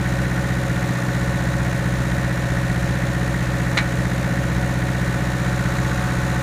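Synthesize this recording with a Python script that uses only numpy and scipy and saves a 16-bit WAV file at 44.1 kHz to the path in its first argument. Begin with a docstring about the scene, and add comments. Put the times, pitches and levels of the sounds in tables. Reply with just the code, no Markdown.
"""In the open air beside a drilling rig, a four-cylinder diesel engine runs at a nearly steady speed.
Uneven firings make the exhaust throb, knocks ring the engine block and a shaken panel booms.
Oil rushes through valves, pumps and gears whine, gas hisses and a cooling fan rumbles.
A swinging hook block clanks once against the steel mast. The microphone turns towards the
hydraulics (the oil pumps and valves), a little early on and further near the end."""
import sys
import numpy as np
from scipy import signal
from scipy.fft import rfft, irfft, next_fast_len
from scipy.io import wavfile

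SR = 44100
rng = np.random.default_rng(int(sys.argv[2]) if len(sys.argv) > 2 else 0)


def bounce(signal):
    """Save signal as a 16-bit WAV file at the path given by the first command-line argument."""
    frames = np.transpose(np.atleast_2d(signal))
    limited = np.clip(frames, -1, 1)
    pcm = np.round(limited * 32767).astype(np.int16)
    wavfile.write(sys.argv[1], SR, pcm)


N = 283122
TIME = np.arange(N) / SR
SIZE = next_fast_len(N + SR // 2)  # spare room for filters to ring out
FREQ = np.maximum(np.arange(SIZE // 2 + 1) * SR / SIZE, 1)


def exhaust(cycle, db, waver, rough):
    """Two strong and two weaker firings ring the pipe, so the note throbs once a cycle."""
    # exhaust pulse of each cylinder: place/cycles, level/dB
    firings = [(.12, 0), (.348, -7), (.591, -12), (.857, -2.5)]
    # tones that make up the exhaust note: multiple of the cycle rate, level/dB
    harmonics = [(1, -31), (2, -23.5), (3, -18), (4, -5.5), (5, -51), (6, -19.5), (7, -13), (8, 1.5),
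                 (9, -10), (10, -15), (11, -3), (12, -6.5), (13, -15), (14, -24.5), (15, -22), (16, -17),
                 (17, -18), (18, -33), (19, -13), (20, -29), (21, -13), (22, -33), (23, -19.5), (24, -34.5),
                 (25, -24), (26, -33), (27, -22), (28, -30.5), (29, -31), (30, -32.5), (31, -28.5)]
    # resonances of the exhaust pipe: f/Hz, width/Hz
    pipe = [(153, 67), (327, 40)]
    place, strength_db = np.transpose(firings)
    pipe_hz, pipe_width = np.transpose(pipe)
    cycle_hz = cycle[-1] / TIME[-1]
    note = 0
    for k, harmonic_db in harmonics:
        # the firing order and the pipe's delay set when each tone peaks
        push = np.sum(undb(strength_db) * np.exp(-2j * np.pi * k * place))
        ring = np.prod(resonance(k * cycle_hz, pipe_hz, pipe_width) ** 2)
        note = note - undb(harmonic_db) * np.cos(2 * np.pi * k * cycle + np.angle(push * ring))
    return level(note * (1 + waver * walk(55) + rough * walk(45)), db)


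def knocks():
    """List the knocks of one cycle, from cylinders and tappets: place/cycles, level/dB, f/Hz."""
    # fuel firing in each cylinder: place/cycles, level/dB
    cylinders = [(.222, -0.5), (.47, -3.5), (.7, 1), (.945, 4)]
    # each cylinder's valve, piston slap, injector and firing knock: lead/cycles, level/dB, f/Hz
    stroke = [(0.0803, -5.5, 1160), (.038, -6.5, 923), (.04, -14.5, 3170), (0.002, 2.5, 1811)]
    # clacks of loose tappets, the parts that push the valves: place/cycles, level/dB, f/Hz
    tappets = [(.008, 2.5, 1900), (.83, 0, 1670), (.915, -1.5, 1440)]
    return [(place - lead, cylinder_db + db, hz)
            for place, cylinder_db in cylinders for lead, db, hz in stroke] + list(tappets)


def clatter(cycle, db, ring_db, bandwidth):
    """Each knock is a short pitched tick with a little loose rattle; together they ring the block."""
    # resonances of the engine block: f/Hz, width/Hz, level/dB
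    block = [(570, 21, 14), (724, 86, 10), (1009, 17, -3.5), (1290, 36, -30), (1446, 10, 3.5),
             (1459, 41, 14), (1724, 76, -6.5), (1790, 35, 7), (1883, 33, 2.5), (2020, 21, 7),
             (2233, 21, 1.5), (2640, 210, 2), (3820, 100, -2)]
    t = TIME[:SR // 100]
    grain = rng.standard_normal(N)
    ticks = 0
    for place, knock_db, hz in knocks():
        hits = strikes(cycle, place, scatter_db=.9, jitter_s=.00002)
        rattle = .28 * level(signal.oaconvolve(hits, np.exp(-t / .001))[:N] * grain, 0)
        tick = t * np.exp(-np.pi * bandwidth * hz * t) * np.sin(2 * np.pi * hz * t)
        ticks = ticks + level(signal.oaconvolve(level(hits, 0) + rattle, tick)[:N], knock_db)
    return level(ticks, db) + level(shape(ticks, metal_body(block)), ring_db)


def panel(cycle, hz, width_hz, db):
    """A cover panel is shaken into a boom once a cycle."""
    push = strikes(cycle, place=.33, scatter_db=.8, jitter_s=.00002)
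    return level(shape(push, resonance(FREQ, hz, width_hz) ** 2), db)


def hook(ring_db, crack_db, crack_s, tail_db, tail_s):
    """Steel hits steel in a few quick contacts that ring and crack; the rig scatters a short echo."""
    # the hook block chatters on the mast: t/s, level/dB
    contacts = [(3.7727, 0.5), (3.7768, 1), (3.7832, -4), (3.7876, -3.5), (3.7935, -11), (3.803, -16)]
    # ringing tones of the hook block and mast: f/Hz, level/dB, time to fade by 60 dB/s
    steel_tones = [(500, -29, 0.091), (648, -21, 0.31), (850, -10, 0.33), (985, -12, 0.13),
                   (1244, -11.5, 0.22), (1435, -6, 0.19), (1875, 2, 0.057), (2268, -2, 0.2),
                   (2570, -12, 0.049), (2643, -17, .1), (2900, -12, 0.11), (3300, -25, .1),
                   (3623, -15, .09), (4005, 3, 0.05), (4600, -19, .06), (6360, -31, .06), (6718, -26, .06)]
    # tone colour of each contact's crack: f/Hz, level/dB
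    crack_colour = [(300, -9), (800, 0), (1500, 5.5), (2100, 9.5), (3000, -2.5), (4000, 0.5), (5000, -11),
                    (7000, -10.5), (10000, -24), (15000, -38)]
    t = TIME[:SR // 2]
    ring = sum(undb(db) * np.sin(2 * np.pi * hz * t) * np.exp(-np.log(1000) * t / fade_s)
               for hz, db, fade_s in steel_tones)
    at, contact_db = np.transpose(contacts)
    blows = np.bincount((at * SR).astype(int), undb(contact_db), N)
    fade = np.exp(-t / crack_s) + undb(tail_db) * np.exp(-t / tail_s)
    bursts = signal.oaconvolve(blows, fade)[:N] * rng.standard_normal(N)
    crack = shape(bursts, colour(crack_colour))
    return undb(ring_db) * signal.oaconvolve(blows, ring)[:N] + undb(crack_db) * crack


def valves(db):
    """Rushing oil makes the valve block and its pipes ring."""
    # resonances of the valves and pipes: f/Hz, width/Hz, level/dB
    valve_block = [(913, 140, -8.5), (1140, 240, -1), (1452, 184, 2.5), (1585, 130, -1), (3915, 220, -14),
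                   (6790, 560, -19)]
    return level(shape(rng.standard_normal(N), metal_body(valve_block)), db)


def whines(cycle, facing_db, wander, flutter_db):
    """Pump and gear tones follow the engine and waver; the pump's grow as the microphone turns."""
    # pump and gear tones: multiple of the cycle rate, level/dB, share of facing_db added to the level
    tones = [(44, -49, .05), (47, -45.5, .3), (47.235, -44, .3), (55.83, -41.5, .8), (71, -46, .6),
             (96, -39, .6), (116, -44, .02), (182, -56, .05)]
    whine = 0
    for multiple, db, share in tones:
        phase = 2 * np.pi * multiple * cycle + wander * walk(4.6)
        tone = np.sin(phase) * undb(flutter_db * walk(16))
        whine = whine + level(tone, db) * undb(share * facing_db)
    return whine


def hiss(cycle, db, puff_cycles, steady, grit):
    """Gas puffs four times a cycle over a steady hiss."""
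    # rush of gas at each cylinder: place/cycles, level/dB
    puffs = [(.21, 8.5), (.44, 10), (.685, 10.5), (.94, 10)]
    # tone colour of the gas: f/Hz, level/dB
    gas_colour = [(1500, -5.5), (2400, 4), (3000, -3.5), (3900, 2.5), (4900, -6), (5800, -2), (7000, -1),
                  (8000, -6.5), (9400, -5.5), (11000, -11), (15500, -15)]
    puffing = 0
    for place, puff_db in puffs:
        offset = (cycle - place + .5) % 1 - .5  # cycles from this puff's nearest peak
        puffing = puffing + undb(puff_db) * np.exp(-(offset / puff_cycles) ** 2)
    gas = rng.standard_normal(N) * (steady + puffing) * np.exp(grit * walk(500))
    return level(shape(gas, colour(gas_colour)), db)


def fan(db):
    """The cooling fan moves air with a broad, steady rush and rumble."""
    # tone colour of the moving air: f/Hz, level/dB
    air_colour = [(15, -24), (24, 1), (35, -6), (60, 6.5), (110, 4.5), (200, 5), (400, -4), (520, 0),
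                  (650, -1), (1100, -8), (1700, -4.5), (2350, -8.5), (3000, -17.5), (15500, -38)]
    return level(shape(rng.standard_normal(N), colour(air_colour)), db)


def deep_bass(sound, lift_db, below_hz):
    """Lift the deep bass of a sound, apart from two brief dips."""
    # dips in the deep bass: t/s, half-length/s, change/dB
    dips = [(.96, .1, -13), (2.34, 0.02, -7)]
    deep = shape(sound, np.exp(-(FREQ / below_hz) ** 4))
    return sound + (undb(lift_db + swells(dips)) - 1) * deep


def strikes(cycle, place, scatter_db, jitter_s):
    """One slightly uneven click each time the engine passes a place (0 to 1) in its cycle."""
    at = np.interp(np.arange(int(cycle[-1] - place) + 1) + place, cycle, TIME)
    timing, strength = rng.standard_normal((len(at), 2)).T
    index = np.clip((at + jitter_s * timing) * SR, 0, N - 1).astype(int)
    return np.bincount(index, undb(scatter_db * strength), N)


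def resonance(f, hz, width_hz):
    """How something that rings at hz answers frequencies f; a narrower width rings longer."""
    return 1 / (1 + 1j * (f ** 2 - hz ** 2) / (f * width_hz))


def metal_body(modes):
    """Response of a part with several resonances, added with alternating signs."""
    return sum((-1) ** k * undb(db) * resonance(FREQ, hz, width)
               for k, (hz, width, db) in enumerate(modes))


def colour(points):
    """Filter curve through points of f/Hz, level/dB."""
    hz, db = np.transpose(points)
    return undb(np.interp(np.log(FREQ), np.log(hz), db))


def shape(x, response):
    """Filter a sound by a response, one gain for each frequency."""
    return irfft(rfft(x, SIZE) * response, SIZE)[:N]


def walk(rate):
    """A smooth random wobble of about size 1 that changes about rate times a second."""
    step = SR // 2000
    white = rng.standard_normal(N // step + 2)
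    hz = np.arange(len(white) // 2 + 1) * SR / step / len(white)
    slow = irfft(rfft(white) * np.exp(-(hz / rate) ** 2), len(white))
    return np.interp(np.arange(N) / step, np.arange(len(slow)), level(slow, 0))


def swells(rows):
    """Add up smooth bumps, one for each row of t/s, half-length/s, height."""
    return sum(height * np.exp(-((TIME - at) / half_s) ** 2) for at, half_s, height in rows)


def undb(db):
    """Turn decibels into a gain to multiply by."""
    return 10 ** (np.asarray(db) / 20)


def level(x, db):
    """Set a sound's average (rms) level."""
    return x * undb(db) / np.sqrt(np.mean(x ** 2))


def scene():
    """Mix engine, oil, air and hook; turning the microphone favours the hydraulics, less so the hiss."""
    # the engine speeds up a little until its governor pulls it back: t/s, half-length/s, rise/Hz
    surges = [(.29, .454, .195), (4.37, .45, .128), (5.78, .78, .109)]
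    # the microphone swings towards the hydraulics and back: t/s, half-length/s, rise/dB
    turns = [(1.15, 0.49, 2.5), (6.0, 0.75, 6.5)]
    cycle_hz, away_db = 15.492, -7  # usual engine rate; gain of the valves with the microphone away
    cycle = np.cumsum(cycle_hz + swells(surges)) / SR  # cycles so far, each two turns of the crank
    facing_db = away_db + swells(turns)
    casing = panel(cycle, hz=554.6, width_hz=29, db=-36.5)
    casing += clatter(cycle, db=-37.0, ring_db=-38.0, bandwidth=0.25)
    casing *= undb(-.1 * facing_db)  # the turn leads slightly away from the engine casing
    engine = exhaust(cycle, db=-21.5, waver=0.029, rough=0.088) + casing
    oil = undb(facing_db) * valves(db=-33.0) + whines(cycle, facing_db, wander=0.67, flutter_db=1.6)
    air = fan(db=-30.5)
    air += undb(0.18 * facing_db) * hiss(cycle, db=-38.5, puff_cycles=0.091, steady=1.5, grit=0.11)
    machine = deep_bass(engine + oil + air, lift_db=2, below_hz=100)
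    clank = hook(ring_db=-22.5, crack_db=-11.5, crack_s=0.0024, tail_db=-18, tail_s=0.019)
    return (machine + clank)[None]


def record(dry):
    """The microphone steeply cuts the highest treble, above 15450 Hz."""
    return signal.sosfilt(signal.ellip(12, .1, 80, 15450, fs=SR, output="sos"), dry)


dry = scene()
out = record(dry)
bounce(out)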